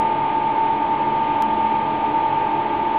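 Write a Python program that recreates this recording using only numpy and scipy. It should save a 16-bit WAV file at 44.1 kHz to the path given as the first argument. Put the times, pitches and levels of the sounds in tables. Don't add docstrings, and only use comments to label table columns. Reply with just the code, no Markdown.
import sys
import numpy as np
from scipy import signal
from scipy.fft import rfft, irfft, next_fast_len
from scipy.io import wavfile

SR = 44100
rng = np.random.default_rng(int(sys.argv[2]) if len(sys.argv) > 2 else 0)


def voltage_ratio(level):
    return 10 ** (np.asarray(level, float) / 20)


def int16_out(signal):
    q = np.round(np.clip(np.atleast_2d(signal).T, -1, 1) * 32767)
    wavfile.write(sys.argv[1], SR, q.astype(np.int16))


N = 131418
LOST_AT, LOST_SAMPLES = 62767, 1024
N_ROOM = N + LOST_SAMPLES
HUM_BASE_HZ = 100.011

# (multiple of HUM_BASE_HZ [1], level [dB rms])
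HUM_TONES = [(1, -52), (3, -42), (6, -47), (7, -52), (8, -47), (9, -22.2), (10, -48), (12, -38.3),
             (13, -59), (15, -53), (16, -48), (18, -55), (22, -60), (25, -61), (26, -60), (29, -65),
             (30, -66), (34, -66)]
# (hum multiple [1], shaft order [1], level [dB rms])
SIDE_TONES = [(9, -1, -28.5), (9, 1, -39.5), (9, 2, -52), (12, -1, -54), (12, -2, -52), (6, 1, -47),
              (6, -1, -54), (1, 1, -49), (15, -1, -63)]
# (frequency [Hz], level [dB rms])
BLADE_TONES = [(216.8, -41.5), (636.9, -46.5), (3333.7, -66), (3631, -70), (4368, -72), (4600, -72)]
# (frequency [Hz], width [Hz], level [dB rms])
PANEL_MODES = [(143.9, 6.6, -46.5), (297.2, 30, -37.5), (330.6, 17, -42), (348.8, 14, -38.5),
               (422.2, 39, -40), (501.4, 25, -50), (732, 14, -43.5), (800, 20, -37.5), (839.2, 17, -36),
               (888.9, 25.8, -30.5), (947, 17, -39.5), (1092, 29, -47), (1187, 91, -50), (2200, 400, -49)]
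# (frequency [Hz], density [dB per Hz])
AIR_SPECTRUM = [(25, -13), (90, -5.5), (250, -1.5), (800, -1), (1150, -5.5), (1400, -12.5), (2500, -10),
                (5000, -29.5)]
# (frequency [Hz], gain [dB])
MIC_RESPONSE = [(3000, 0), (3650, -0.5), (3950, -8), (4400, -7), (4680, -10.5), (4850, -21), (5080, -23.5),
                (5250, -51)]
# (frequency [Hz], level [dB rms])
WHINE_TONES = [(9701, -101), (11499, -101), (13200, -110)]
# (time [s], hiss lift [dB])
TICK_EVENTS = [
    (.93, 2),
    (1.055, 10.5),
    (1.274, 3.5),
    (2.089, 3.5),
    (2.855, 8),
]


def rms_one(x):
    return x / np.sqrt(np.mean(x ** 2) + 1e-20)


def drift(rate_hz):
    r = np.exp(-80 * np.pi * rate_hz / SR)
    noise = rng.standard_normal(N_ROOM // 40 + 2002)
    slow = signal.lfilter([1], [1, -2 * r, r * r], noise)[2000:]
    slow = rms_one(slow - slow.mean())
    return np.interp(np.arange(N_ROOM) / 40, np.arange(len(slow)), slow)


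def tone(phase_rad, level_db, flutter_db, flutter_hz):
    gain = np.sqrt(2) * voltage_ratio(level_db + flutter_db * drift(flutter_hz))
    return gain * np.sin(phase_rad)


def hum_phase(multiple, start_rad):
    t = np.arange(N_ROOM) / SR
    return 2 * np.pi * HUM_BASE_HZ * round(multiple) * t + start_rad[round(multiple)]


def transformer_hum(start_rad):
    flutter_db, flutter_hz = 1.0, 1.3
    return sum(tone(hum_phase(k, start_rad), db, flutter_db, flutter_hz) for k, db in HUM_TONES)


def pump_side_tones(start_rad):
    shaft_hz, wander_rad, wander_hz = 42.47, 0.35, 2.0
    upper_lag_turn, flutter_db, flutter_hz = 0.5, 1.5, 2.4
    t = np.arange(N_ROOM) / SR
    shaft_rad = 2 * np.pi * shaft_hz * t + wander_rad * drift(wander_hz)
    out = np.zeros(N_ROOM)
    for multiple, order, db in SIDE_TONES:
        phase_rad = hum_phase(multiple, start_rad) + round(order) * shaft_rad
        phase_rad += 2 * np.pi * upper_lag_turn * (order > 0)
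        out += tone(phase_rad, db, flutter_db, flutter_hz)
    return out


def fan_blades():
    wander_rad, wander_hz, flutter_db, flutter_hz = 0.2, 1.9, 3.5, 2.3
    t = np.arange(N_ROOM) / SR
    out = np.zeros(N_ROOM)
    for hz, db in BLADE_TONES:
        phase_rad = 2 * np.pi * hz * t + wander_rad * drift(wander_hz)
        out += tone(phase_rad, db, flutter_db, flutter_hz)
    return out


def panel_resonances():
    settle = SR // 2
    out = np.zeros(N_ROOM)
    for hz, width_hz, db in PANEL_MODES:
        r = np.exp(-np.pi * width_hz / SR)
        poles = [1, -2 * r * np.cos(2 * np.pi * hz / SR), r * r]
        blown = rng.standard_normal(N_ROOM + settle)
        for _ in range(2):
            blown = signal.lfilter([1, 0, -1], poles, blown)
        out += voltage_ratio(db) * rms_one(blown[settle:])
    return out


def cooling_air():
    level_db, patchy_db, joint_hz, band_hz = -30.5, 0.5, 1.5, 13.0
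    settle = SR // 2
    together = drift(joint_hz)
    edges_hz = 16 * 2 ** np.arange(0, 8.5, 1 / 3)
    white = rng.standard_normal((2, N_ROOM + settle))
    at_hz, density_db = np.transpose(AIR_SPECTRUM)
    out = np.zeros(N_ROOM)
    for k, (low, high) in enumerate(zip(edges_hz, edges_hz[1:])):
        sos = signal.butter(2, [low, high], "band", fs=SR, output="sos")
        band = signal.sosfilt(sos, white[k % 2])[settle:]
        db = np.interp(np.log(low * high) / 2, np.log(at_hz), density_db)
        flicker_db = patchy_db * (0.5 * together + drift(band_hz))
        out += band * voltage_ratio(db + flicker_db)
    return voltage_ratio(level_db) * rms_one(out)


def microphone(room):
    size = next_fast_len(N_ROOM)
    hz = np.arange(size // 2 + 1) * SR / size
    gain = voltage_ratio(np.interp(hz, *np.transpose(MIC_RESPONSE)))
    return irfft(rfft(room, size) * gain, size)[:N_ROOM]


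def lose_block(heard):
    return np.delete(heard, np.arange(LOST_AT, LOST_AT + LOST_SAMPLES))


def joint_and_start_steps(dry):
    joint_step, first_sample, settle_s = -0.2, 0.21, 0.0004
    n = np.arange(N)
    from_joint = n - LOST_AT + 0.5
    missing_step = joint_step - (dry[0, LOST_AT] - dry[0, LOST_AT - 1])
    joint = missing_step / 2 * np.sign(from_joint) * np.exp(-abs(from_joint) / SR / settle_s)
    start = (first_sample - dry[0, 0]) * np.exp(-n / SR / settle_s)
    return joint + start


def electronic_whines():
    t = np.arange(N_ROOM) / SR
    flutter_db, flutter_hz = 3.0, 40.0
    return sum(tone(2 * np.pi * hz * t, db + 1.0, flutter_db, flutter_hz)[:N] for hz, db in WHINE_TONES)


def hiss_and_ticks():
    self_noise_db, tick_s = -96, 0.014
    t = np.arange(N) / SR
    lift_db = sum(db * np.exp(-((t - at_s) / tick_s) ** 2) for at_s, db in TICK_EVENTS)
    return voltage_ratio(self_noise_db + lift_db) * rng.standard_normal((1, N))


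def scene():
    start_rad = rng.uniform(0, 2 * np.pi, 40)
    machine = transformer_hum(start_rad) + pump_side_tones(start_rad) + fan_blades()
    air = panel_resonances() + cooling_air()
    return lose_block(microphone(machine + air))[None]


def band_limit(x):
    return signal.sosfilt(signal.butter(12, 15850, fs=SR, output="sos"), x)


def record(dry):
    dc_offset = -0.0038
    noise = hiss_and_ticks() + electronic_whines()
    mix = dry + joint_and_start_steps(dry) + dc_offset + noise
    return band_limit(mix)


dry = scene()
out = record(dry)
int16_out(out)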